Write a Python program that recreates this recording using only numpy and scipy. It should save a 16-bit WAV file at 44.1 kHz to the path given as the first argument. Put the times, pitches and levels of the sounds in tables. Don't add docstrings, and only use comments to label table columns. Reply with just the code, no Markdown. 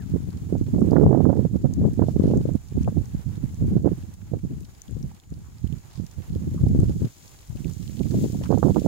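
import sys
import numpy as np
from scipy import signal
from scipy.fft import rfft, irfft, next_fast_len
from scipy.io import wavfile
from scipy.ndimage import uniform_filter1d, minimum_filter1d, map_coordinates

SR = 44100
rng = np.random.default_rng(int(sys.argv[2]) if len(sys.argv) > 2 else 0)


def materialize(psi):
    bounded = np.clip(np.atleast_2d(psi).T, -1, 1)
    quanta = np.round(bounded * 32767).astype(np.int16)
    wavfile.write(sys.argv[1], SR, quanta)


N = 391166
TIME = np.arange(N) / SR
# time in seconds, relative level in dB.
HISS_LEVEL = [(0, -60), (0.8, -57.5), (1.14, -60), (1.9, -59.5), (2.35, -57), (2.65, -60), (2.95, -58),
              (3.38, -59.5), (3.55, -57.5), (3.75, -61), (4.0, -58.5), (4.2, -61.5), (5.08, -60),
              (5.22, -65), (5.45, -61), (6.3, -58), (6.6, -56), (7.28, -53), (7.47, -56), (7.8, -51.5),
              (8.02, -51.5), (8.22, -45), (8.41, -51.5), (8.87, -48.5)]


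def undb(db):
    return 10 ** (np.asarray(db) / 20)


def curve(rows):
    return np.interp(TIME, *np.transpose(rows))


def unit(x):
    return x / np.sqrt(np.mean(x ** 2))


def pan(db):
    return undb(np.array([[db], [-db]]) / 2)


def colour(x, points):
    hz, db = np.transpose(points)
    size = next_fast_len(x.shape[-1])
    bins_hz = np.maximum(np.fft.rfftfreq(size, 1 / SR), 1)
    gain = undb(np.interp(np.log(bins_hz), np.log(hz), db))
    return unit(irfft(rfft(x, size) * gain, size)[..., :x.shape[-1]])


def resonate(x, hz, width_hz):
    return signal.lfilter(*signal.iirpeak(min(hz, SR / 2 - 1000), hz / width_hz, fs=SR), x)


def walk(rate_hz):
    k = max(int(SR / rate_hz), 2)
    steps = np.repeat(rng.standard_normal(N // k + 1), k)
    return unit(uniform_filter1d(uniform_filter1d(steps, k), k)[:N])


def add(out, start_s, sound):
    i = max(int(start_s * SR), 0)
    out[:, i:i + sound.shape[1]] += sound[:, :N - i]


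def port_band(x, low_hz=72, high_hz=1750):
    x = signal.sosfilt(signal.butter(6, high_hz, fs=SR, output="sos"), x)
    return signal.sosfilt(signal.butter(2, low_hz, "high", fs=SR, output="sos"), x)


def airflow(side, wind_octaves=-.2, surge_hz=26, attack_s=.028, release_s=.04444, sag_db_per_s=2):
    # time in seconds, level in dB.
    wind = [(0, -34), (0.85, -25), (1.23, -35), (1.75, -25.5), (2.43, -21.5), (2.62, -41.5), (2.75, -29),
            (3.2, -35), (3.93, -27), (4.17, -38.5), (4.54, -33), (4.82, -53), (5.05, -30), (5.22, -57),
            (5.32, -37), (5.88, -44), (6.26, -42), (6.31, -26), (7.05, -25), (7.12, -53.5), (7.47, -50),
            (7.62, -31.5), (8.87, -22.5)]
    # time in seconds, left minus right in dB.
    lee = [(0, 4), (1.0, -5), (4.1, -5), (4.6, 2), (5.5, -5), (7.4, -1), (7.7, -12), (8.87, -9.5)]
    # start in seconds, length in seconds, level in dB, left minus right in dB,
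    # pitch shift in octaves.
    buffets = [(0.104, 0.07, -20, -13.5, -0.52), (0.512, 0.13, -22, -8, -0.22),
               (0.718, 0.18, -15, -12, 0.023), (0.91, 0.41, -11.5, -30, -0.0081),
               (1.016, 0.071, -12, 16, -0.31), (1.332, 0.14, -18.5, -11, -0.12),
               (1.522, 0.043, -14, -15, -0.088), (1.619, 0.075, -16, -15, 0.019),
               (1.75, 0.14, -16, 7, -0.086), (1.966, 0.082, -15.5, -21.5, 0.12),
               (2.229, 0.18, -18.5, -2, 0.13), (2.461, 0.11, -20, -20.5, -0.3),
               (2.729, 0.18, -20, -4, -0.46), (2.939, 0.076, -16, -16.5, -0.44),
               (3.122, 0.056, -20, -2, -0.97), (3.249, 0.057, -17.5, -29.5, -0.69),
               (3.409, 0.049, -17, -16.5, -0.85), (3.58, 0.23, -19.5, -2, -0.4),
               (3.822, 0.07, -16, -22, -0.23), (4.306, 0.053, -19, -15, -0.11),
               (4.409, 0.063, -25, -21.5, -0.54), (4.879, 0.13, -27.5, 22, -0.33),
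               (5.608, 0.17, -25, -22.5, -0.69), (5.949, 0.1, -26, -20, -0.38),
               (6.158, 0.0548, -25, -20, -0.34), (6.589, 0.32, -17, -5, -0.58),
               (6.977, 0.083, -18.5, 14.5, -0.54), (7.476, 0.093, -27.5, 23, -0.37),
               (7.636, 0.084, -23, -27.5, -0.28), (7.979, 0.2, -20.5, -20, -0.12),
               (8.13, 0.15, -22.5, 1, -0.21), (8.291, 0.16, -25, -5.5, -0.096),
               (8.485, 0.1, -17, -30, 0.095), (8.608, 0.11, -15, -25.5, 0.21),
               (8.742, 0.057, -15, -20.5, 0.12), (8.836, 0.031, -10.5, -27, 0.25)]
    wind_surge_db = 2.5 * np.clip(walk(surge_hz), -2, 2)
    buffet_surge_db = 1.14 * np.clip(walk(surge_hz), -2, 2)
    power = undb(curve(wind) + curve(lee) * (side > 0) + wind_surge_db) ** 2
    weighted_octaves = wind_octaves * power
    for start_s, length_s, db, pan_db, octaves in buffets:
        span = slice(max(int(start_s * SR), 0), int((start_s + length_s + release_s) * SR))
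        age_s = TIME[span] - start_s
        envelope = np.clip(age_s / attack_s, 0, 1) * np.clip((length_s - age_s) / release_s + .5, 0, 1)
        push_db = db + min(side * pan_db, 0) - sag_db_per_s * age_s + buffet_surge_db[span]
        push = (envelope * undb(push_db)) ** 2
        power[span] += push
        weighted_octaves[span] += octaves * push
    return 10 * np.log10(power), weighted_octaves / power


def rumble(gust_db, octaves, moderate_db, speed_exponent, swirl_db=2, settle_s=.052):
    # frequency in Hz, relative density in dB.
    eddies = [(20, -5), (50, -4.5), (100, -1.5), (160, -3), (250, -8.5), (400, -21), (600, -35),
              (850, -45.5), (1200, -67.5), (1800, -95)]
    swirl = np.clip(walk(rate_hz=190), -2, 2)
    puff_db = 2.8 * np.clip(walk(rate_hz=80), -2, 2)
    gust_speed = undb(speed_exponent * (gust_db - moderate_db))
    speed = gust_speed * 2 ** (octaves + .02002 * puff_db) * np.exp(.18 * swirl)
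    pattern = colour(rng.standard_normal(2 * N), eddies)
    pressure = map_coordinates(pattern, [np.cumsum(speed)], order=3, mode="wrap")
    pressure = port_band(pressure * undb(swirl_db * swirl + puff_db))
    k = int(settle_s * SR)
    power = uniform_filter1d(uniform_filter1d(pressure ** 2, k), k)
    return pressure / np.sqrt(power + 1e-12) * undb(gust_db)


def far_wind(level_db=-55, flutter_db=2.5):
    # frequency in Hz, relative density in dB.
    spectrum = [(30, 4.5), (100, 8.5), (200, -0.5), (350, -2), (550, -8.5), (800, -6.5), (1200, -11.5),
                (1900, -14.5), (4000, -21), (12000, -24)]
    hiss_db = curve(HISS_LEVEL)
    swell_db = np.minimum(hiss_db - hiss_db[0], 1) + .6 * walk(4)
    air = colour(rng.standard_normal((2, N)), spectrum)
    return air * undb(level_db + swell_db + flutter_db * walk(45)) * pan(-4)


def snow_hiss(gain_db=-1.5, flicker_db=.7, lag_samples=12):
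    # frequency in Hz, relative density in dB.
    spectrum = [(900, -37), (1800, -4.5), (3200, -1.5), (4300, -1), (5200, 0), (6800, 1.5), (8600, -3),
                (10500, -3), (12500, -5.5), (15500, -2)]
    near = rng.standard_normal(N)
    direct = np.array([np.roll(near, lag_samples), near])
    air = rng.standard_normal((2, N)) + direct
    hiss = colour(air * undb(flicker_db * walk(220)), spectrum)
    port_ring = np.array([[1], [.1]]) * resonate(hiss, hz=6750, width_hz=1300)
    return unit(hiss + port_ring) * undb(curve(HISS_LEVEL) + gain_db) * pan(2)


def whistle(start_hz=7165, sag_hz_per_s=41.5, level_db=-75, flutter_db=3):
    waver_hz = 20 * walk(120)
    phase = 2 * np.pi * np.cumsum(start_hz - sag_hz_per_s * TIME + waver_hz) / SR
    return unit(np.sin(phase) * undb(flutter_db * walk(30))) * undb(level_db) * pan(5)


def chirp(start_hz=1870, fall_hz_per_s=11000, attack_s=.004, decay_s=.029, level_db=-52):
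    out, t = np.zeros((2, N)), np.arange(SR // 12) / SR
    tone = np.sin(2 * np.pi * np.cumsum(start_hz - fall_hz_per_s * t) / SR)
    envelope = np.minimum(t / attack_s, 1) * np.exp(-t / decay_s)
    add(out, 0, tone * envelope * undb(level_db) * pan(0))
    return out


def patter(rate_per_s=75, level_db=-54.5, decay_s=.0037, low_hz=1300, high_hz=8000):
    out, t = np.zeros((2, N)), np.arange(SR // 60) / SR
    hiss_db = curve(HISS_LEVEL)
    for when, size, pitch, side in rng.random((int(rate_per_s * N / SR), 4)):
        hz = low_hz * (high_hz / low_hz) ** pitch
        crunch = resonate(rng.standard_normal((2, len(t))) * np.exp(-t / decay_s), hz, .59 * hz)
        size_db = 3.2 * min(-np.log(size), 3.5)
        db = level_db + size_db + .8 * (hiss_db[int(when * N)] - hiss_db[0])
        add(out, when * N / SR, crunch * undb(db) * pan(10 * side - 5))
    return out


def slaps(gain_db=-3, thud_db=-9, wake_db=-14, wake_s=.0037, roll_db=-13, roll_s=.011, far_port_db=-33):
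    # time in seconds, relative level in dB, core pitch in Hz, port ("left" or "right").
    vortices = [(0.139, -8, 188, "right"), (0.161, -10, 228, "right"), (0.526, -6.5, 240, "right"),
                (0.553, -10, 295, "right"), (0.613, -7.5, 183, "right"), (0.918, -3.5, 312, "right"),
                (0.932, -4.5, 378, "right"), (0.958, -5, 336, "right"), (0.965, -9.5, 895, "right"),
                (0.984, 2, 325, "right"), (0.998, 2, 230, "right"), (1.013, -3, 302, "right"),
                (1.026, -1, 202, "right"), (1.060, 2, 125.8, "left"), (1.064, -6.5, 404, "right"),
                (1.112, -3, 286, "right"), (1.129, -1, 395, "right"), (1.148, 0, 356, "right"),
                (1.175, -3, 292, "right"), (1.205, -2.5, 367, "right"), (1.244, -2, 214.3, "right"),
                (1.254, -13.5, 619, "right"), (1.302, -1.5, 303, "right"), (1.329, -7, 362, "right"),
                (1.355, -9.5, 256.6, "right"), (1.393, -5, 230.2, "right"), (1.451, -6, 268.7, "right"),
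                (1.557, -9, 243, "right"), (1.656, -7, 253, "right"), (1.815, -14.5, 280, "right"),
                (1.852, -6.5, 272.6, "left"), (1.994, -4, 302, "right"), (2.022, -6.5, 419, "right"),
                (2.038, -6.5, 232, "right"), (2.085, -9.5, 329.4, "right"), (2.164, -8, 226, "right"),
                (2.198, -2.5, 215.2, "left"), (2.239, -5.5, 278.4, "left"), (2.257, -4.5, 230.3, "right"),
                (2.278, -7, 240, "right"), (2.302, -12.5, 319.8, "right"), (2.337, -4.5, 309.8, "right"),
                (2.368, -8, 248.1, "right"), (2.455, -8, 255.8, "left"), (2.490, -9, 261, "right"),
                (2.553, -6.5, 161.2, "right"), (2.778, -11, 216.2, "right"), (2.877, -9.5, 491, "left"),
                (2.980, -12.5, 170, "right"), (3.436, -11, 114.8, "right"), (3.624, -9.5, 191, "right"),
                (3.756, -6.5, 190.5, "right"), (3.766, -5, 242, "right"), (3.846, -7.5, 260.4, "right"),
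                (3.859, -2.5, 248.3, "right"), (3.875, -6.5, 346.5, "right"), (3.918, -7, 187.6, "right"),
                (4.337, -11.5, 299, "right"), (4.450, -16.5, 186, "right"), (4.968, -18.5, 200, "left"),
                (5.323, -20, 200, "left"), (5.644, -8.5, 134.3, "right"), (5.726, -16, 160, "right"),
                (6.359, -14, 210, "right"), (6.638, -6, 130, "left"), (6.749, -9, 245.3, "left"),
                (6.79, 0, 142.4, "left"), (6.834, -8, 207.2, "right"), (6.896, -11.5, 240.7, "right"),
                (7.019, -10, 199.2, "left"), (7.046, -11, 181.7, "left"), (8.005, -12.5, 204.3, "right"),
                (8.056, -20.5, 290, "right"), (8.144, -14, 309.4, "left"), (8.242, -7.5, 274.6, "left"),
                (8.300, -15, 199.8, "right"), (8.347, -21.5, 359, "left"), (8.413, -16.5, 290.7, "left"),
                (8.494, -10.5, 260.4, "right"), (8.505, -3.5, 316, "right"), (8.526, -6, 490, "right"),
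                (8.513, -9.5, 421, "right"), (8.544, -7, 338.3, "right"), (8.576, -7.5, 339, "right"),
                (8.629, -5, 592.3, "right"), (8.648, -6, 199.9, "right"), (8.670, -11.5, 381.1, "right"),
                (8.684, -13, 420, "right"), (8.697, -9.5, 310.2, "right"), (8.718, -7.5, 139.6, "right"),
                (8.761, -8, 490, "right"), (8.768, -8.5, 470.8, "right"), (8.819, -13, 255.9, "right"),
                (8.848, -11, 250.5, "right"), (8.862, -3.5, 320, "right")]
    out, t = np.zeros((2, N)), np.arange(-SR // 100, SR // 20) / SR
    wake_age = np.maximum(t / wake_s + .5, 0)
    wake_envelope = (wake_age * np.exp(1 - wake_age)) ** 1.8
    roll_envelope = np.exp(-(t / roll_s - .5) ** 2) * np.clip(1 - t / t[0], 0, 1)
    push_pull = lambda phase: -phase * np.exp((1 - phase ** 2) / 2)
    for time_s, db, hz, port in vortices:
        port_gains = undb([[0], [far_port_db]] if port == "left" else [[far_port_db], [0]])
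        phase = 2 * np.pi * hz * t
        swing = push_pull(phase) + undb(thud_db) * push_pull(.48 * phase)
        swing = np.real(signal.hilbert(swing) * np.exp(2j * np.pi * rng.random()))
        low_noise = resonate(resonate(rng.standard_normal(len(t)), hz / 2, hz / 2), hz / 2, hz / 2)
        roll = unit(low_noise) * roll_envelope
        wake_band = signal.butter(4, [hz / 2, hz * 1.88], "band", fs=SR, output="sos")
        wake = unit(signal.sosfilt(wake_band, rng.standard_normal(len(t)))) * wake_envelope
        slap = port_band(swing + undb(wake_db) * wake + undb(roll_db) * roll)
        add(out, time_s + t[0], slap * undb(db + gain_db) * port_gains)
    return out


def rustles(grain_db=4, grain_hz=450):
    # peak time in seconds, level in dB, 1/e half-length in seconds, centre in Hz, width in Hz.
    scuffs = [(0.33, -55, 0.015, 990, 800), (2.107, -57, 0.052, 5570, 5500),
              (2.27, -58.5, 0.066, 4174, 5000), (2.467, -64, 0.04, 2980, 3000),
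              (5.116, -53, 0.0059, 849.3, 190), (5.456, -62, 0.038, 1088, 397.6),
              (5.94, -59, 0.062, 850.2, 699.7), (5.953, -58, 0.061, 4400, 3202),
              (6.587, -50.5, 0.0094, 1143, 249.7), (8.438, -38, 0.0052, 700.7, 700.4),
              (8.457, -46, 0.015, 1098, 800)]
    out = np.zeros((2, N))
    grain = undb(grain_db * np.clip(walk(grain_hz), -2, 2))
    for peak_s, db, half_s, hz, width_hz in scuffs:
        rub = resonate(resonate(rng.standard_normal((2, N)) * grain, hz, width_hz), hz, 2 * width_hz)
        out += unit(rub) * undb(db) * np.exp(-((TIME - peak_s) / half_s) ** 2)
    return out


def flake_ticks(gain_db=.5, crush_s=.0011, splash_db=-21):
    # start in seconds, relative peak level in dB, ring in Hz, left minus right in dB.
    flakes = [(0.582, -45, 6500, -4), (0.795, -45, 7500, 0), (0.807, -44, 6987, 6), (0.909, -39.5, 4920, 5),
              (1.737, -32, 6300, 6), (2.361, -47, 6000, 0), (2.373, -36.5, 6685, 4), (2.428, -46, 4800, 0),
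              (2.535, -43, 6990, 0), (2.675, -47, 5794, 4), (2.832, -39.5, 6196, 4), (2.845, -40, 2588, -2),
              (3.056, -38, 6206, 3), (3.544, -43, 6008, 0), (4.619, -49, 12230, -5),
              (4.8179, -32.5, 6243, 15), (4.856, -50, 8996, 0), (4.880, -43, 3314, -3),
              (4.9094, -43, 7160, -11), (5.0271, -40, 5710, 10), (5.199, -44, 3988, -4),
              (5.236, -51, 2970, 3), (5.303, -44, 7020, 3), (5.365, -51, 9530, 0), (5.583, -48, 5003, -5),
              (5.674, -41, 3010, 2), (5.725, -41.5, 3183, -11), (6.0647, -38.5, 5613, 5),
              (6.35, -40.5, 4002, -5), (6.542, -44, 6001, -4), (7.473, -43, 9005, 0), (7.645, -37, 2900, 3),
              (7.698, -41, 6030, 0), (7.735, -39, 6626, 6), (7.877, -38.5, 3503, -7), (8.033, -38, 2703, 2),
              (8.436, -34, 3114, -11), (8.515, -39, 5487, 0), (8.584, -35, 6800, 9)]
    out, t = np.zeros((2, N)), np.arange(SR // 30) / SR
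    for start_s, db, hz, pan_db in flakes:
        crush = rng.standard_normal((2, len(t))) * t * np.exp(-(t / crush_s) ** 1.5)
        tick = resonate(crush, hz, width_hz=750) + undb(splash_db) * crush
        tick = signal.sosfilt(signal.butter(4, hz * .61, "high", fs=SR, output="sos"), tick)
        tick /= np.abs(tick).max(axis=1, keepdims=True)
        add(out, start_s, tick * undb(db + gain_db) * pan(pan_db))
    return out


def scene():
    left = rumble(*airflow(side=.99), moderate_db=-23, speed_exponent=.19)
    right = rumble(*airflow(side=-1), moderate_db=-21.5, speed_exponent=.23)
    buffeting = np.array([left, right]) + slaps()
    return buffeting + snow_hiss() + flake_ticks() + patter() + rustles() + far_wind() + whistle() + chirp()


def record(dry):
    ceiling, cutoff_hz, k = .9, 15750, SR // 100
    gain = minimum_filter1d(ceiling / np.maximum(np.abs(dry), ceiling), 2 * k)
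    gain = uniform_filter1d(uniform_filter1d(gain, k), k)
    return signal.sosfilt(signal.ellip(10, .2, 80, cutoff_hz, fs=SR, output="sos"), dry * gain)


dry = scene()
out = record(dry)
materialize(out)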